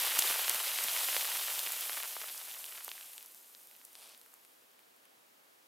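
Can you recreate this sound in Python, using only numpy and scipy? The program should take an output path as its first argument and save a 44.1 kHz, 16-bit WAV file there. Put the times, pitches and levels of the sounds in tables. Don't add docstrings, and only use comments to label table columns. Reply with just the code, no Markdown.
import sys
import numpy as np
from scipy import signal
from scipy.fft import rfft, irfft, next_fast_len
from scipy.io import wavfile
from scipy.ndimage import uniform_filter1d

SR = 44100
rng = np.random.default_rng(int(sys.argv[2]) if len(sys.argv) > 2 else 0)


def ratio_of_db(decibels):
    return 10 ** (np.asarray(decibels, float) / 20)


def file_out(sig):
    cols = np.atleast_2d(sig).T
    lim = np.clip(cols, -1, 1)
    pcm = np.round(lim * 32767).astype(np.int16)
    wavfile.write(sys.argv[1], SR, pcm)


N = 250047
T = np.arange(N) / SR

# time in seconds, flow in dB.
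SNOW_FLOW = [(0.0, -34), (0.11, -35.5), (0.31, -33), (0.36, -36), (0.6, -37), (0.85, -37), (0.99, -35),
             (1.4, -37), (1.7, -39), (2.0, -41.5), (2.4, -46.5), (2.85, -48.5), (3.1, -52), (3.3, -57),
             (3.62, -60), (4.3, -65), (4.7, -73.5), (5.3, -85.5)]
# frequency in Hz, density in dB per Hz.
CRYSTAL_COLOUR = [(2060, -62), (3500, -9.5), (5970, -2), (12300, 4), (14700, 3), (15700, -9)]
# frequency in Hz, density in dB per Hz.
PATTER_COLOUR = [(88, -112), (150, -32), (247, -32), (341, -20), (457, -8), (655, -3.5), (1570, -5.5),
                 (3010, 3.5), (5480, -4.5), (9000, -15), (11700, -4), (19800, -120)]
# frequency in Hz, side against mid in dB.
SNOW_WIDTH = [(150, -13), (600, -11.5), (1200, -12), (2500, -27), (5000, -26.5), (12000, -33)]
# frequency in Hz, density in dB per Hz.
AIR_MID_COLOUR = [(40, -29), (80, -15), (150, -8), (260, 0), (450, 1.5), (800, 0), (1500, -2.5), (3000, -5),
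                  (6000, -7), (9000, -6.5), (12500, -5.5), (15500, -6)]
# frequency in Hz, density in dB per Hz.
AIR_SIDE_COLOUR = [(40, -34), (80, -23), (150, -19), (260, -10.5), (450, -3), (800, -1), (1500, -3.5),
                   (3000, -9.5), (6000, -18.5), (15500, -32)]
# start in seconds, peak in dB, pitch in Hz, length in cycles.
CLODS = [
    (0.016, -58, 203, 0.79),
    (.188, -40.5, 340, 1.05),
    (.247, -40, 447, 2),
    (.303, -41.5, 456, 1.02),
    (.552, -55, 180, 0.76),
    (.785, -57, 360, 0.91),
    (0.847, -51, 268, 0.98),
    (1.163, -32.5, 540, 1.96),
]
# time in seconds, peak in dB, pitch in Hz, decay in cycles.
BIG_LUMPS = [(0.119, -25, 2920, 1.2), (0.1654, -26, 3700, 1.6), (0.1904, -11, 2200, 0.24),
             (0.2233, -9, 3500, 0.73), (0.4813, -14.5, 2450, 0.35), (0.4977, -14, 3300, 0.46),
             (0.5464, -18, 2070, 0.37), (0.6805, -19, 4170, 1.2), (0.7165, -20, 3150, 0.79),
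             (0.7879, -14, 2250, 0.48), (0.8846, -17, 2990, 0.81), (0.965, -18, 2570, 1.5),
             (1.0867, -19, 1980, 1), (1.166, -10.5, 2270, 0.41), (1.2102, -20, 2800, 1.1),
             (1.5926, -18, 4100, 1.07), (1.664, -20, 2975, 1), (1.6728, -19.5, 2360, 0.73),
             (1.896, -19, 1670, 0.38), (2.0273, -23, 3340, 1.2), (2.1667, -24.5, 945, 0.51),
             (2.216, -22, 2270, 0.23), (2.2207, -26, 2430, 0.41), (2.5134, -29, 3360, 1.2),
             (2.6425, -27, 3200, 1.7), (2.6624, -29, 4060, 0.71), (2.7769, -30, 2860, 1.1),
             (2.8807, -28, 915, 0.41), (2.8915, -28.5, 3530, 1.72), (2.9164, -22, 2960, 0.88)]
# time in seconds, peak in dB, pitch in Hz, decay in cycles.
LAST_LUMPS = [(2.9795, -38, 1980, 1.56), (3.0112, -32, 3340, 1.4), (3.029, -35, 2900, 0.98),
              (3.134, -39, 3200, 1.6), (3.1808, -28.5, 3320, 1.1), (3.2086, -38, 3060, 1.2),
              (3.228, -41, 3900, 1.1), (3.3016, -47, 4350, 1.2), (3.3784, -47, 4420, 1.2),
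              (3.5496, -32.5, 4400, 0.81), (3.7127, -42, 2740, 1.02), (3.752, -42, 2790, 0.85),
              (3.815, -40, 2220, 0.31), (3.9539, -30.5, 3700, 0.59), (4.148, -37, 3340, 0.87),
              (4.2146, -40, 4320, 0.66), (4.262, -44, 1520, 0.52), (4.337, -48, 1120, 1.04),
              (4.45, -44, 2900, 0.78), (4.7925, -47, 2630, 0.99), (5.055, -50, 2820, 1.2)]
# time in seconds, size in dB over the lump level, pitch in Hz.
BROKEN_CLUMPS = [(.110, 14, 2200), (.163, 13, 2920), (0.3047, 3, 1600), (.445, 11, 2700), (0.506, 13, 2000),
                 (.614, 9, 2400), (.645, -4, 3020), (.672, 10, 2250), (1.03, 8, 2900), (1.132, 16, 2300),
                 (1.246, 12, 2630), (1.362, 15, 2500), (1.476, 15, 3400), (1.66, 15, 3300),
                 (1.82, 19, 3200), (1.841, 14, 2900), (1.88, 4, 1400), (1.931, 18, 3200), (1.977, 18, 1700),
                 (2.001, 18, 2340), (2.034, 15.5, 1490), (2.236, 15, 1500), (2.285, 20.5, 2700),
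                 (2.415, 16, 3000), (2.489, 17, 2600), (2.541, 19, 3200), (2.722, 19.5, 3300),
                 (2.75, 18, 2600), (2.785, 17, 2000), (2.806, 17, 2200)]
# time in seconds, peak in dB, centre in Hz, length in ms.
POWDER_BURSTS = [(0.192, -25, 10400, 13), (0.1925, -19.5, 9000, 5.5), (0.496, -18.5, 9250, 2.8),
                 (0.5468, -27, 10490, 2.5), (0.7784, -34, 10920, 0.6), (0.8385, -32, 12530, 9.7),
                 (0.8394, -26.5, 9710, 3.9), (0.8857, -25, 12070, 1), (1.5925, -22, 9870, 0.78),
                 (1.7216, -23.5, 11700, 1.2), (1.8093, -22, 11930, 0.78), (2.0336, -31, 10650, 1.6),
                 (2.3779, -31.5, 7520, 1.2), (2.6422, -39, 10170, 1.3), (2.655, -34, 11490, 1.5),
                 (2.8472, -30, 12520, 3), (2.8808, -31.7, 13210, 1.5), (3.8513, -41, 12300, 3.5)]
# time in seconds, peak in dB, centre in Hz.
TICKING_GRAINS = [(3.1342, -37, 11900), (3.1797, -36, 10770), (3.2276, -37, 12300), (3.261, -38, 10400),
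                  (3.3215, -42, 9450), (3.3472, -38, 11910), (3.5777, -47, 12200), (3.6011, -48, 11090),
                  (3.636, -47.5, 13360), (3.6722, -42.5, 10100), (3.713, -48, 11510), (3.765, -43, 13490),
                  (3.931, -39, 11550), (3.954, -49, 8330), (4.0929, -44, 10340), (4.1773, -46, 10040),
                  (4.1959, -47, 8450), (4.2146, -46, 10800), (4.2623, -49, 10000), (4.3335, -54, 10500),
                  (4.3403, -41, 11670), (4.45, -45, 12180), (4.4876, -58, 11430), (4.5199, -56, 10810),
                  (4.5402, -53, 12240), (4.7153, -53, 12600), (4.7924, -51, 10770), (4.9638, -54, 11210),
                  (5.0543, -50, 9910), (5.2654, -58.2, 10140)]
# frequency in Hz, width in Hz, level in dB.
COLLAR_MODES = [(754, 950, 2.5), (3100, 2900, 1), (4740, 3500, 2), (9100, 3100, 1.5), (12000, 3500, -1)]

AIR_MID_DB, AIR_SIDE_DB = -65.8, -67.5
LUMP_SHARE_DB, LUMP_LOSS_DB_PER_S = -2, -2
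EMPTY_S, EMPTY_FADE_DB_PER_S = 3.2, -72
DRIZZLE_DB, DRIZZLE_FADE_DB_PER_S = -67, -5
PIECES, SCATTER_S, SMALLER_DB = 3, .009, 0
PITCH_SPREAD, PIECE_CYCLES = 0.41, 0.55
GRAIN_MS, GRAIN_DB = 1.25, -1
RUB_DB, RUB_S = -55.5, 4.04
RUB_RISE_S, RUB_STOP_S, RUB_DULLING_S = .1, .11, .025


def evened(x):
    return x / np.sqrt(np.mean(x ** 2) + 1e-20)


def colour(x, points):
    hz, db = np.transpose(points)
    size = next_fast_len(N)
    log_hz = np.log(np.fft.rfftfreq(size, 1 / SR) + 1)
    gain = ratio_of_db(np.interp(log_hz, np.log(hz), db))
    return irfft(rfft(x, size) * gain, size)[:N]


def highpass(x, order, hz):
    return signal.sosfilt(signal.butter(order, hz, "highpass", fs=SR, output="sos"), x)


def add(mix, s, sound):
    part = mix[max(round(s * SR), 0):][:len(sound)]
    part += sound[:len(part)]


def landings(per_s, spread_db):
    when, size, sign = rng.random((N, 3)).T
    size_db = spread_db * np.minimum(-np.log(size + 1e-9), 4)
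    return (when < per_s / SR) * np.sign(sign - .5) * ratio_of_db(size_db)


def gusts(ms, depth_db):
    drift = uniform_filter1d(rng.standard_normal(N), max(int(ms * SR / 1000), 1))
    return ratio_of_db(depth_db * evened(drift))


def flow_db():
    return np.interp(T, *np.transpose(SNOW_FLOW), right=-99)


def lump_db():
    share_db = LUMP_SHARE_DB + LUMP_LOSS_DB_PER_S * T
    return flow_db() + share_db + EMPTY_FADE_DB_PER_S * np.maximum(T - EMPTY_S, 0)


def pat(hz, cycles):
    u = np.arange(int(5 * cycles / hz * SR) + 4) * hz / SR
    swing = -np.sin(2 * np.pi * 1.12 * u ** .85) * (1 - np.exp(-u / .07))
    wave = swing * np.exp(-u / np.clip(.8 * cycles, .15, 3))
    return wave / abs(wave).max()


def air():
    mid = evened(colour(rng.standard_normal(N) * gusts(60, 0.18), AIR_MID_COLOUR))
    side = evened(colour(rng.standard_normal(N), AIR_SIDE_COLOUR))
    return ratio_of_db(AIR_MID_DB) * mid, ratio_of_db(AIR_SIDE_DB) * side


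def hiss():
    ticks = evened(landings(9000, 2.6)) + .8 * rng.standard_normal(N)
    clumped = ticks * gusts(2.1, 0.81) * gusts(27, 0.58)
    return ratio_of_db(flow_db()) * evened(colour(clumped, CRYSTAL_COLOUR))


def patter():
    near = np.zeros(N)
    for hz in np.geomspace(800, 4500, num=8):
        near += signal.oaconvolve(landings(120, 3.6), pat(hz, .8))[:N]
    near = colour(near, [(200, -4), (700, 2.5), (3000, 8.5), (5000, 13.5), (9000, 1)])
    far = colour(rng.standard_normal(N) * gusts(9.1, 1.5), PATTER_COLOUR)
    drizzle_db = DRIZZLE_DB + DRIZZLE_FADE_DB_PER_S * (T - EMPTY_S)
    level = np.hypot(ratio_of_db(lump_db()), ratio_of_db(drizzle_db))
    return level * evened(evened(far) + 0.69 * evened(near))


def thuds():
    out = np.zeros(N)
    for s, db, hz, cycles in CLODS:
        u = np.arange(int(2 * cycles / hz * SR)) * hz / SR
        add(out, s, ratio_of_db(db) * np.sin(2 * np.pi * (u - cycles)) * np.hanning(len(u)))
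    return out


def flurry_pieces():
    rows, level_db = [], lump_db()
    chances = rng.uniform(-0.91, 1, (len(BROKEN_CLUMPS), PIECES, 3))
    for (s, db, hz), chance in zip(BROKEN_CLUMPS, chances):
        for k, (when, pitch, length) in enumerate(chance):
            piece_s = s + k * SCATTER_S * when
            piece_db = level_db[int(s * SR)] + db + 4.0 + k * SMALLER_DB
            piece_hz = hz * (1 + min(k, 1) * PITCH_SPREAD * pitch)
            rows.append((piece_s, piece_db, piece_hz, PIECE_CYCLES * (1 + 0.22 * length)))
    return rows


def lumps():
    out = np.zeros(N)
    for s, db, hz, cycles in BIG_LUMPS + LAST_LUMPS + flurry_pieces():
        add(out, s - 0.38 / hz, ratio_of_db(db - 2) * pat(hz, cycles))
    return out


def bursts():
    out = np.zeros(N)
    u = np.arange(-400, 400) / SR * 1000
    grains = [(s, db + GRAIN_DB, hz, GRAIN_MS) for s, db, hz in TICKING_GRAINS]
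    for s, db, hz, ms in POWDER_BURSTS + grains:
        spray = rng.standard_normal(len(u))
        shape = np.exp(-abs(u / np.clip(0.65 * (ms - .75), .08, 6)) ** 6)
        band = signal.butter(2, [0.66 * hz, min(1.64 * hz, .45 * SR)], "bandpass", fs=SR)
        burst = signal.lfilter(*band, shape * spray)
        add(out, s + u[0] / 1000, ratio_of_db(db + 5.0) * burst / abs(burst).max())
    return out


def collar():
    slips = landings(4000, 2.5) * gusts(12, 0.59)
    ring = np.zeros(N)
    for k, (hz, width, mode_db) in enumerate(COLLAR_MODES):
        mode = signal.iirpeak(hz, hz / width, fs=SR)
        ringing = signal.lfilter(*mode, signal.lfilter(*mode, slips))
        late = T - RUB_S + RUB_DULLING_S * np.log2(max(hz, 4000) / 6000)
        pace = np.where(late < 0, RUB_RISE_S, RUB_STOP_S)
        swell_db = np.maximum(-10 * (late / pace) ** 2, -99)
        ring += (-1) ** k * ratio_of_db(mode_db + swell_db) * ringing
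    stroke = ring[int((RUB_S - .03) * SR):int((RUB_S + .03) * SR)]
    return ratio_of_db(RUB_DB) * ring / np.std(stroke)


def scene():
    mid, side = air()
    shower = hiss() + patter() + collar()
    strikes = highpass(lumps(), 2, 420) + bursts()
    shower, strikes = highpass([shower, strikes], 4, 310)
    strikes = strikes + highpass(thuds(), 2, 140)
    mid = mid + shower + strikes
    lean = uniform_filter1d(rng.standard_normal(N), size=150)
    lean = evened(uniform_filter1d(lean, size=150))
    late = signal.hilbert(shower + strikes, next_fast_len(N))[:N].imag
    leaning = 0.56 * (shower + 1.1 * strikes) * lean
    side = side + colour(leaning + 0.83 * late, SNOW_WIDTH)
    return np.array([mid + side, mid - side])


def roll_off(x):
    return signal.sosfilt(signal.butter(12, 15940, fs=SR, output="sos"), x)


def record(dry):
    edge = signal.firwin(1023, 15930, window=("kaiser", 9), fs=SR)
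    mix = signal.oaconvolve(dry, edge[None], "same")
    return roll_off(mix)


dry = scene()
out = record(dry)
file_out(out)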